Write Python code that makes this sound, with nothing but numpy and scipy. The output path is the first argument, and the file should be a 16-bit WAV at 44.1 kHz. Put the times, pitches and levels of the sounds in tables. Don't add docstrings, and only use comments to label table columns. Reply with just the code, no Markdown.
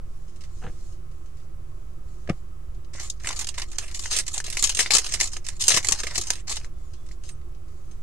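import sys
import numpy as np
from scipy import signal
from scipy.fft import rfft, irfft
from scipy.io import wavfile

SR = 44100
rng = np.random.default_rng(int(sys.argv[2]) if len(sys.argv) > 2 else 0)


def transcribe(u):
    v = np.clip(np.atleast_2d(u).T, -1, 1)
    q = np.round(v * 32767).astype(np.int16)
    wavfile.write(sys.argv[1], SR, q)


def decibels_to_gain(level_db):
    exponent = np.asarray(level_db, float) / 20
    return 10 ** exponent


N = 353682


def rms_one(x):
    return x / np.sqrt(np.mean(x ** 2) + 1e-20)


def at_hz(points, hz):
    points = np.array(points)
    return np.interp(np.log(hz), np.log(points[:, 0]), points[:, 1])


def in_time(start_s, length_s, level_db, attack_s, release_t60_s):
    out, t = np.zeros(N), np.arange(N) / SR
    for start, hold, db in zip(start_s, length_s, level_db):
        span = slice(round(start * SR), round((start + hold + 1.5 * release_t60_s) * SR))
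        swell = np.clip((t[span] - start) / attack_s, 0, 1) ** 2
        since_end = np.maximum(t[span] - start - hold, 0)
        out[span] += swell * decibels_to_gain(db - 60 * since_end / release_t60_s)
    return out


def wander(rate_hz):
    r = np.exp(-2 * np.pi * rate_hz / SR)
    return rms_one(signal.lfilter([1], [1, -2 * r, r * r], rng.standard_normal(N)))


def clicks(per_s, spread_db):
    sizes = decibels_to_gain(spread_db * np.minimum(rng.exponential(1, N), 3.0)) * rng.choice([-1, 1], N)
    return rms_one(sizes * (rng.random(N) < per_s / SR))


def causal_colour(spectrum):
    hz = np.maximum(np.fft.rfftfreq(2048, 1 / SR), 1)
    cepstrum = irfft(np.log(decibels_to_gain(at_hz(spectrum, hz))))
    cepstrum[1:1024] *= 2
    response = irfft(np.exp(rfft(cepstrum[:1024], 2048)))[:1024]
    return response / np.sqrt(np.sum(response ** 2))


# hz, level_db_per_hz
AIR = [(15, -37.5), (25, 6), (86, -1), (136, -15.5), (204, -19.5), (240, -26.5), (331, -35.5), (400, -30),
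       (524, -28), (973, -36.5), (1270, -33), (1540, -39), (4050, -47), (7530, -43.5), (15600, -54)]
# centre_hz, width_hz, rms_db
FAN = [(17.44, 3.3, -40), (133.8, 11, -58), (345.5, 55, -61), (1259, 28, -74), (1076, 91, -74)]
# hz, share
LIKENESS = [(60, 0.98), (150, 0.9), (380, 0.83), (950, 0.33), (2380, 0.19), (5980, 0.18), (15000, 0.51)]
AIR_DB = -41.5


def room_hum():
    hz = np.maximum(np.fft.rfftfreq(N, 1 / SR), 1)
    mid, side = rfft(rng.standard_normal((2, N)))
    power = decibels_to_gain(at_hz(AIR, hz)) ** 2
    power *= decibels_to_gain(AIR_DB) ** 2 / np.mean(power)
    for centre_hz, width_hz, db in FAN:
        hump = 1 / (1 + (2 * (hz - centre_hz) / width_hz) ** 2) ** 2
        power += decibels_to_gain(db) ** 2 * hump / np.mean(hump)
    alike = np.clip(at_hz(LIKENESS, hz), 0, 1)
    pair = np.sqrt(1 + alike) * mid + np.sqrt(1 - alike) * side * np.array([[1], [-1]])
    return irfft(np.sqrt(power / (1 + alike)) * pair, N) * decibels_to_gain([[.4], [-.4]])


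# start_s, length_s, rustle_db
BRUSH = [
    (.0, 0.58, -69),
    (0.484, 0.45, -60.5),
    (1.048, 0.4, -71.5),
    (1.6, 0.33, -74),
    (1.988, 0.4, -66.5),
    (6.693, 0.44, -67),
    (7.183, 0.1, -53.5),
    (7.605, 0.49, -68.5),
]
SWEEP_S, LIFT_T60_S = 0.097, 0.23


def brush_strength():
    return decibels_to_gain(-2.5) * in_time(*np.transpose(BRUSH), SWEEP_S, LIFT_T60_S)


# start_s, length_s, crinkle_db, body_db (relative to crinkle)
SQUEEZES = [(2.994, 0.072, -24.5, -12), (3.08, 0.096, -54, -42), (3.239, 0.1, -27, -5.5),
            (3.363, 0.058, -28, -9), (3.435, 0.054, -55, -13), (3.569, 0.053, -26.5, -8.5),
            (3.778, 0.058, -27, -9.5), (3.936, 0.033, -26.5, -15.5), (3.985, 0.16, -28, -12.5),
            (4.101, 0.096, -15, -15), (4.256, 0.11, -30.5, -13), (4.335, 0.032, -22.5, -12.5),
            (4.438, 0.11, -25, -14), (4.565, 0.16, -22, -15.5), (4.742, 0.039, -26, -20),
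            (4.9, 0.065, -22.5, -10), (5.0, 0.18, -25, -11.5), (5.185, 0.085, -22, -10.5),
            (5.311, 0.044, -29.5, -13.5), (5.438, 0.077, -31.5, -11.5), (5.59, 0.13, -19.5, -20.5),
            (5.829, 0.18, -25.5, -9), (6.024, 0.083, -32, -5.5), (6.092, 0.037, -32.5, -3),
            (6.132, 0.15, -26.5, -14), (6.292, 0.068, -25.5, -12), (6.466, 0.098, -26.5, -9.5),
            (3.498, 0.027, -43, -5), (3.626, 0.066, -43, -13), (5.281, .03, -39, -10), (5.372, .06, -49, -7),
          (6.37, 0.027, -42.5, -5), (2.928, 0.069, -32.5, -5.5), (3.192, .035, -36, -3.5),
          (3.695, 0.07, -38.5, -7), (3.809, 0.12, -37.5, -8), (5.514, 0.056, -40, -9.5),
          (6.603, 0.071, -43.5, -6), (4.774, 0.092, -20.5, -11), (4.92, 0.047, -21.5, -11.5),
          (5.695, 0.086, -14, -9.5)]
PRESS_S, SETTLE_T60_S = 0.0094, 0.11


def grips():
    return np.transpose(sorted(map(tuple, SQUEEZES)))


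def crinkle_strength(start_s, length_s, level_db, lumps):
    return in_time(start_s, length_s, level_db, PRESS_S, SETTLE_T60_S) * lumps


# start_s, peak_db, decay_t60_s, loudest_hz
PACK_CREASES = [(2.9976, -34, 0.15, 6580), (3.1, -13, 0.026, 5600), (3.2465, -33, 0.04, 6320),
                (3.272, -14, 0.022, 6200), (3.2889, -13, 0.024, 5940), (3.3074, -28, 0.045, 6040),
                (3.3286, -21.5, 0.018, 6150), (3.3615, -27.5, 0.081, 5010), (3.3912, -18.5, 0.051, 6530),
                (3.4104, -23, 0.066, 5700), (3.445, -16, 0.017, 6440), (3.4708, -15.5, 0.027, 7400),
                (3.488, -18.5, 0.037, 6000), (3.542, -34.5, 0.12, 5350), (3.5824, -20, 0.03, 6200),
                (3.6183, -16, 0.028, 4450), (3.716, -33.5, 0.067, 6910), (3.784, -9.5, 0.029, 6320),
                (3.8802, -31.5, 0.051, 5900), (3.913, -29, 0.027, 6710), (3.945, -28.5, 0.094, 6000),
                (3.9934, -19, 0.032, 5860), (4.0376, -28, 0.055, 4200), (4.0567, -31, 0.11, 6130),
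                (4.1113, -23, 0.04, 6100), (4.1275, -20.5, 0.12, 6130), (4.164, -11.5, 0.059, 7150),
                (4.1874, -12.5, 0.039, 8100), (4.2353, -36, 0.021, 7180), (4.2662, -21, 0.023, 7500),
                (4.279, -22.5, 0.05, 6550), (4.3315, -33, 0.024, 6540), (4.3787, -15, 0.035, 6900),
        (4.402, -18, 0.032, 7550), (4.4424, -18, 0.028, 8260), (4.4645, -17.5, 0.026, 6070),
        (4.5017, -16.5, 0.029, 8500), (4.5266, -25, 0.09, 7040), (4.57, -15, 0.042, 7350),
        (4.5947, -17, 0.025, 5140), (4.6254, -11.5, 0.04, 6860), (4.6394, -7.5, 0.061, 6180),
        (4.6724, -14.5, 0.026, 5250), (4.6942, -9, 0.038, 5800), (4.7486, -25.5, 0.037, 7380),
        (4.771, -14, 0.038, 6710), (4.791, -7.5, 0.098, 6630), (4.907, -11, 0.081, 4650),
        (4.9352, -8, 0.1, 6400), (4.9509, -4, 0.027, 5870), (4.968, -4.5, 0.024, 5700),
        (4.9832, -7.5, 0.041, 6610), (5.0655, -19.5, 0.038, 5960), (5.1223, -21, 0.047, 7280),
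        (5.1387, -13.5, 0.052, 5970), (5.21, -7.5, 0.039, 6230), (5.2318, -19, 0.028, 5250),
        (5.2595, -27.5, 0.019, 6140), (5.3198, -36, 0.048, 5560), (5.3674, -23.5, 0.029, 6230),
                (5.4661, -21.5, 0.035, 6900), (5.4869, -13, 0.022, 6520), (5.6087, -28, 0.094, 5990),
            (5.6393, -10, 0.029, 7100), (5.67, -14, 0.013, 6660), (5.6818, 0, 0.041, 8000),
            (5.7035, -10, 0.047, 5960), (5.7422, -15.5, 0.11, 6160), (5.7723, -6.5, 0.034, 6100),
            (5.8457, -18.5, 0.046, 6290), (5.8865, -5.5, 0.025, 6800), (5.911, -11.5, 0.015, 6870),
            (5.9224, -2, 0.026, 6810), (5.988, -26, 0.042, 6140), (6.0008, -22.5, 0.036, 6150),
            (6.0344, -22, 0.047, 5930), (6.0692, -19, 0.047, 5240), (6.11, -30, 0.022, 5430),
            (6.1566, -15, 0.044, 5400), (6.1794, -10.5, 0.036, 6760), (6.213, -17, 0.044, 6360),
            (6.2696, -29, 0.056, 6800), (6.3038, -2.5, 0.022, 7160), (6.334, -29, 0.032, 6670),
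            (6.355, -18, 0.012, 6050), (6.4795, -27.5, 0.059, 5060), (6.4948, -22.5, 0.087, 6600),
            (6.5248, -26, 0.028, 6240), (6.5575, -25, 0.035, 8000), (6.6453, -37.5, 0.036, 6490)]
# start_s, peak_db, decay_t60_s, loudest_hz
TICKS = [(0.2803, -52, 0.076, 5420), (0.3596, -48, 0.063, 6880), (0.4084, -42.5, 0.1, 5040),
         (0.437, -42, 0.074, 4300), (0.9234, -59, 0.06, 7090), (1.1129, -53, 0.06, 7400),
         (1.2584, -56, 0.092, 6320), (1.3684, -57, 0.17, 5600), (1.3984, -58, 0.068, 3310),
         (2.7462, -54, 0.06, 4580), (2.8459, -50, 0.049, 4070), (6.935, -43.5, 0.071, 5140),
         (7.0638, -48, 0.052, 7680), (7.115, -45.5, 0.087, 5460), (7.237, -44, 0.16, 5340),
         (7.2908, -33.5, 0.05, 8590), (7.4145, -53.5, 0.042, 3170), (7.5484, -52, 0.052, 4610),
         (7.6814, -59, 0.06, 4880), (7.9122, -48.5, 0.076, 6970)]
# start_s, peak_db, decay_t60_s, loudest_hz
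SLAPS = [
    (2.275, -38.5, 0.024, 3080),
    (2.2958, -24, 0.029, 3080),
    (2.3294, -55, 0.03, 5230),
]
# start_s, peak_db, decay_t60_s, loudest_hz, left_right_db
MORE_CREASES = [(0.2954, -51, 0.03, 5710, 1.0), (0.4964, -52, 0.03, 3230, 1.0), (3.2354, -29, 0.03, 6100, 1.0),
                (3.598, -20, 0.03, 6790, 1.5), (3.7304, -37, 0.03, 5410, 1), (4.749, -13, 0.028, 6700, -3),
                (4.8054, -8, 0.03, 6170, 2.5), (4.828, -16, 0.03, 6240, 0), (4.918, -13, 0.03, 7570, -1.5),
                (4.996, -18.5, 0.03, 6300, 3), (5.044, -21, 0.03, 5780, 1), (5.0908, -27, 0.03, 5970, 1),
                (5.2016, -8.5, 0.03, 6200, 1), (5.2744, -23, 0.03, 5290, -1.0), (5.3336, -22, 0.03, 5940, -3),
                (5.5662, -39.5, 0.03, 6140, 1.0), (5.6146, -16.5, 0.03, 6030, -3.5), (5.622, -9, 0.03, 7320, -2),
                (5.692, -4.5, 0.03, 7120, 0.5), (5.718, -8.5, 0.035, 5080, 1), (5.7643, -8, 0.03, 6370, -1),
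                (5.8296, -21.5, 0.03, 6470, -0.5), (5.8706, -12, 0.024, 6550, 0.5), (6.515, -18, 0.03, 5060, 0.5),
                (6.568, -15, 0.035, 4610, 0), (6.5994, -36, 0.03, 6590, 1.0), (7.0874, -41, 0.028, 5540, 3)]
CREASES = PACK_CREASES
EDGES_HZ = 140 * 2 ** np.arange(0, 7, .4)
SKIN = np.clip(np.log2(EDGES_HZ[1:] / 2000), 0, 1)
SWELL_S = 0.0018
TICK_BODY_DB, SLAP_BODY_DB = -7, 11
FOCUS_DB = 7.0


def snap_strength(start_s, body_db):
    fine = np.array(MORE_CREASES)

    def held_body(times_s):
        return body_db[np.searchsorted(start_s, np.array(times_s) + .01) - 1]

    bodies_db = [*held_body([row[0] for row in CREASES]), *[TICK_BODY_DB] * len(TICKS),
                 *[SLAP_BODY_DB] * len(SLAPS)]
    pans = [*rng.standard_normal(len(bodies_db)), *fine[:, 4] / 6]
    bodies_db = np.array([*bodies_db, *held_body(fine[:, 0])]) + 15.5
    events = [*CREASES, *TICKS, *SLAPS, *fine[:, :4] - [0, 2, 0, -1]]

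    hz = np.sqrt(EDGES_HZ[1:] * EDGES_HZ[:-1])
    shapes = np.zeros((2, len(hz), N + 4000), "f4")
    t = np.arange(4000) / SR
    for (start, db, t60_s, top_hz), under_db, pan in zip(events, bodies_db, pans):
        at = max(round((start - SWELL_S) * SR), 0)
        side = decibels_to_gain(db + 2.84 * pan * np.array([1, -1]))[:, None, None]
        skin_db = FOCUS_DB * (np.abs(np.log2(hz / 6500)) - np.abs(np.log2(hz / top_hz)))
        patch = decibels_to_gain((1 - SKIN) * under_db + SKIN * skin_db)
        fade = np.minimum(t / SWELL_S, 1) * decibels_to_gain(-60 * t / max(t60_s, .01))
        shapes[:, :, at:at + 4000] += side * patch[:, None] * fade
    return shapes[..., :N]


GIVE_S, GIVE_DB = 0.0014, 14


def foil_clicks():
    shared = clicks(5000, spread_db=5.5)
    give = ((np.array([row[0] for row in [*CREASES, *MORE_CREASES]]) + GIVE_S) * SR).astype(int)
    shared[give] = decibels_to_gain(GIVE_DB)
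    shared = np.array([np.roll(shared, 1), shared])
    own = np.array([clicks(7000, spread_db=6.0) for side in range(2)])
    own[0, give + 5] = decibels_to_gain(GIVE_DB)
    own[1, give + 9] = -decibels_to_gain(GIVE_DB)
    return shared, own


# hz, level_db_per_hz
FOIL = [(150, -57), (250, -27.5), (450, -21), (720, -16), (914, -18.5), (1090, -13), (1410, -16.5),
        (6340, 5.5), (9110, -3), (15600, -34.5)]


def foil():
    start_s, length_s, effort_db, body_db = grips()
    snaps = snap_strength(start_s, body_db)
    lumps = decibels_to_gain(2.68 * wander(57))
    crinkle = crinkle_strength(start_s, length_s, effort_db - 18.5, lumps)
    heave = crinkle_strength(start_s, length_s, effort_db + body_db + 2.5, lumps)
    brush = brush_strength()
    shared, own = foil_clicks()
    out = np.zeros((2, N))
    for k, (low_hz, high_hz) in enumerate(zip(EDGES_HZ, EDGES_HZ[1:])):
        alike = 1 / (1 + (high_hz / 2400) ** 4.3) * .55 + .45
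        drive = np.sqrt(alike) * shared + np.sqrt(1 - alike) * own
        under = heave ** (1 - SKIN[k]) * crinkle ** SKIN[k]
        under *= decibels_to_gain((2.0 + 1.7 * SKIN[k]) * wander(19.7))
        under += brush * decibels_to_gain(0.73 * np.log2(high_hz / 8000) + 0.5 * wander(12))
        band = signal.butter(2, [low_hz, high_hz], "band", fs=SR, output="sos")
        strength = decibels_to_gain(-8.0) * snaps[:, k] + under
        out += (-1) ** k * signal.sosfilt(band, drive * strength + 1e-18)
    shaded = signal.lfilter([1, .35], [1.35], out[0])
    return signal.oaconvolve([shaded, out[1]], causal_colour(FOIL)[None], axes=1)[:, :N]


# start_s, length_s, pitch_hz, level_db
SQUEAKS = [
    (0.125, .05, 5500, -67),
    (0.15, .04, 9400, -68),
    (6.72, 0.18, 3500, -76),
    (6.826, 0.11, 7050, -73),
    (6.92, 0.19, 3420, -74),
    (7.168, .06, 5600, -73),
    (7.303, .04, 8540, -55.5),
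    (7.34, .03, 6250, -69),
]


def squeaks():
    out, t = np.zeros(N), np.arange(N) / SR
    waver = 1.5 * np.sin(2 * np.pi * 35 * t)
    for start_s, length_s, pitch_hz, db in SQUEAKS:
        through = np.clip((t - start_s) / length_s, 0, 1)
        out += decibels_to_gain(db) * np.sin(np.pi * through) * np.sin(2 * np.pi * pitch_hz * t + waver)
    return out


def ring(push, hz, t60_s):
    r, w = decibels_to_gain(-60 / (t60_s * SR)), 2 * np.pi * hz / SR
    return signal.lfilter([0, np.sin(w)], [1, -2 * r * np.cos(w), r * r], push + 1e-18)


# start_s, level_db, contact_s, push_to_roughness
THUDS = [(0.618, -72.5, 0.044, .1), (0.637, -64.5, 0.032, 0.12), (0.665, -64.5, 0.02, 0.18),
         (0.676, -71, 0.011, 0.9), (0.696, -74, .01, 1.5), (2.28, -73, .004, 0.57),
         (2.291, -51, 0.0091, 0.54), (2.296, -53, 0.0032, 0.52), (2.301, -46, 0.0027, 1.76),
         (2.307, -62, 0.0035, 1.3), (2.949, -65, 0.0096, 0.23), (5.738, -58, 0.014, 0.18),
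         (5.768, -53, 0.0095, .2), (5.915, -54, 0.0053, 0.4), (6.179, -61.5, 0.014, 0.47)]
# pitch_hz, level_db, decay_t60_s
TABLE = [(59, -2.5, 0.13), (110, -8.5, 0.072), (180, 2.5, 0.028), (317, -7.5, 0.045), (508, 3, 0.013),
         (758, -0.5, 0.024), (1220, 12.5, 0.0017), (1820, 7.5, 0.0017), (3120, -1, 0.0016)]


def thuds():
    out, grit = np.zeros(N), rng.standard_normal((len(TABLE), N))
    rough, steady = np.zeros((2, N))
    for start_s, db, contact_s, weight in THUDS:
        at = round(start_s * SR)
        t = np.arange(round(3 * contact_s * SR)) / SR
        push = decibels_to_gain(db) * np.exp(-2 * t / contact_s)
        rough[at:at + len(t)] += push
        steady[at:at + len(t)] += weight * decibels_to_gain(-8.5) * push
    for (hz, db, t60_s), noise in zip(TABLE, grit):
        out += decibels_to_gain(db) * ring(rough * noise + steady, hz, t60_s)
    return signal.sosfilt(signal.butter(2, [70, 4500], "band", fs=SR, output="sos"), out)


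# start_s, peak_db, pitch_hz
POPS = [(3.246, -20.5, 1760), (3.306, -19, 1140), (3.581, -24.5, 1030), (3.783, -47, 2330),
        (4.058, -16.5, 2000), (4.374, -25, 710), (4.402, -16.5, 1830), (4.441, -35, 2500),
        (4.571, -10, 2500), (4.631, -12.5, 2070), (4.693, -26.5, 1990), (4.728, -29.5, 2380),
        (4.793, -8, 1950), (4.861, -11.5, 2260), (4.907, -7, 2430), (5.366, -22.5, 2400),
        (5.773, -8.5, 1080), (5.847, -17.5, 2100), (5.888, -36, 1710), (5.921, -20, 1020),
        (6.035, -21, 1740), (6.069, -16.5, 2170), (6.18, -24.5, 1040), (6.303, -14.5, 1980),
        (0.626, -32, 1300), (0.632, -37, 780), (0.644, -30.5, 800), (2.2755, -38, 2050),
          (0.655, -44, 620), (3.289, -30, 1150), (3.785, -38, 730), (4.115, -36, 820), (4.48, -33, 724),
          (4.643, -7.5, 6520), (4.773, -33, 677), (4.905, -21, 793), (4.935, -21, 1090),
          (4.949, -19.5, 689), (4.975, -21.5, 1066), (4.92, -27, 880), (4.962, -24, 680), (4.985, -28, 458),
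          (5.14, -31, 700), (5.217, -31, 760), (5.62, -38, 830), (5.683, 0, 7840), (5.683, 1.5, 8940),
          (5.686, -26.5, 498), (5.718, -22.5, 1070), (5.744, -26, 720), (5.777, -25, 520),
          (5.92, -30.5, 330), (6.04, -28, 510), (6.19, -11.5, 6600), (6.191, -30, 380), (6.22, -17.5, 6400),
          (6.304, -34, 740), (6.495, -31.5, 1030), (6.512, -24.5, 970), (6.614, -31, 2420),
          (6.646, -27, 2100), (7.292, -26, 8700), (7.296, -34, 8460), (7.112, -38, 2020)]


def pops():
    out, t = np.zeros(N + 2000), np.arange(2000) / SR
    for start_s, db, hz in POPS:
        at = round(start_s * SR)
        tone = np.sin(2 * np.pi * hz * t) + 0.2 * np.sin(2 * np.pi * 2.0 * hz * t)
        out[at:at + 2000] += decibels_to_gain(db - 6 - 60 * t * hz / 14) * tone
    return signal.sosfilt(signal.butter(2, 10500, fs=SR, output="sos"), out[:N])


PATTERN_S = .045


def nearby_echoes(x, near_db, near_t60_s, room_db, room_t60_s, split_hz, count):
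    t = np.arange(round(.15 * SR)) / SR
    low, high = (signal.butter(1, split_hz, kind, fs=SR) for kind in ("low", "high"))
    fade = decibels_to_gain(near_db - 60 * t / near_t60_s) + decibels_to_gain(room_db - 60 * t / room_t60_s)
    pattern, out = np.arange(N) / SR / PATTERN_S % count, x.copy()
    for k, (shared, *own) in enumerate(rng.standard_normal((count, 3, len(t)))):
        paths = (signal.lfilter(*low, shared) + signal.lfilter(*high, own)) * fade
        distance = np.abs((pattern - k + count / 2) % count - count / 2)
        share = np.maximum(1 - distance, 0)
        out += signal.oaconvolve(x * np.sqrt(share), paths, axes=1)[:, :N]
    return out


def later_left(x):
    return np.array([np.roll(x[0], 3), x[1]])


def scene():
    hands = later_left(foil()) + pops() + squeaks() + thuds() * decibels_to_gain([[1.2], [-1.2]])
    hands = nearby_echoes(hands, near_db=-19.0, near_t60_s=0.0081, room_db=-30.5, room_t60_s=0.082,
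                          split_hz=5540, count=7)
    return hands + later_left(room_hum())


def band_limit(x):
    return signal.sosfilt(signal.butter(12, 15720, fs=SR, output="sos"), x)


OFFSET = [
    [-.017],
    [-.031],
]
TREBLE_BLEND = .14
CUTOFF_HZ = 16000


def record(dry):
    treble = signal.butter(1, 1500, "high", fs=SR)
    dry = dry + TREBLE_BLEND * signal.lfilter(*treble, dry[::-1] - dry)
    rounded = dry / (1 + (dry / .95) ** 4) ** .25
    lowpass = signal.cheby2(14, 40, CUTOFF_HZ, fs=SR, output="sos")
    mix = signal.sosfilt(lowpass, rounded) + OFFSET
    return band_limit(mix)


dry = scene()
out = record(dry)
transcribe(out)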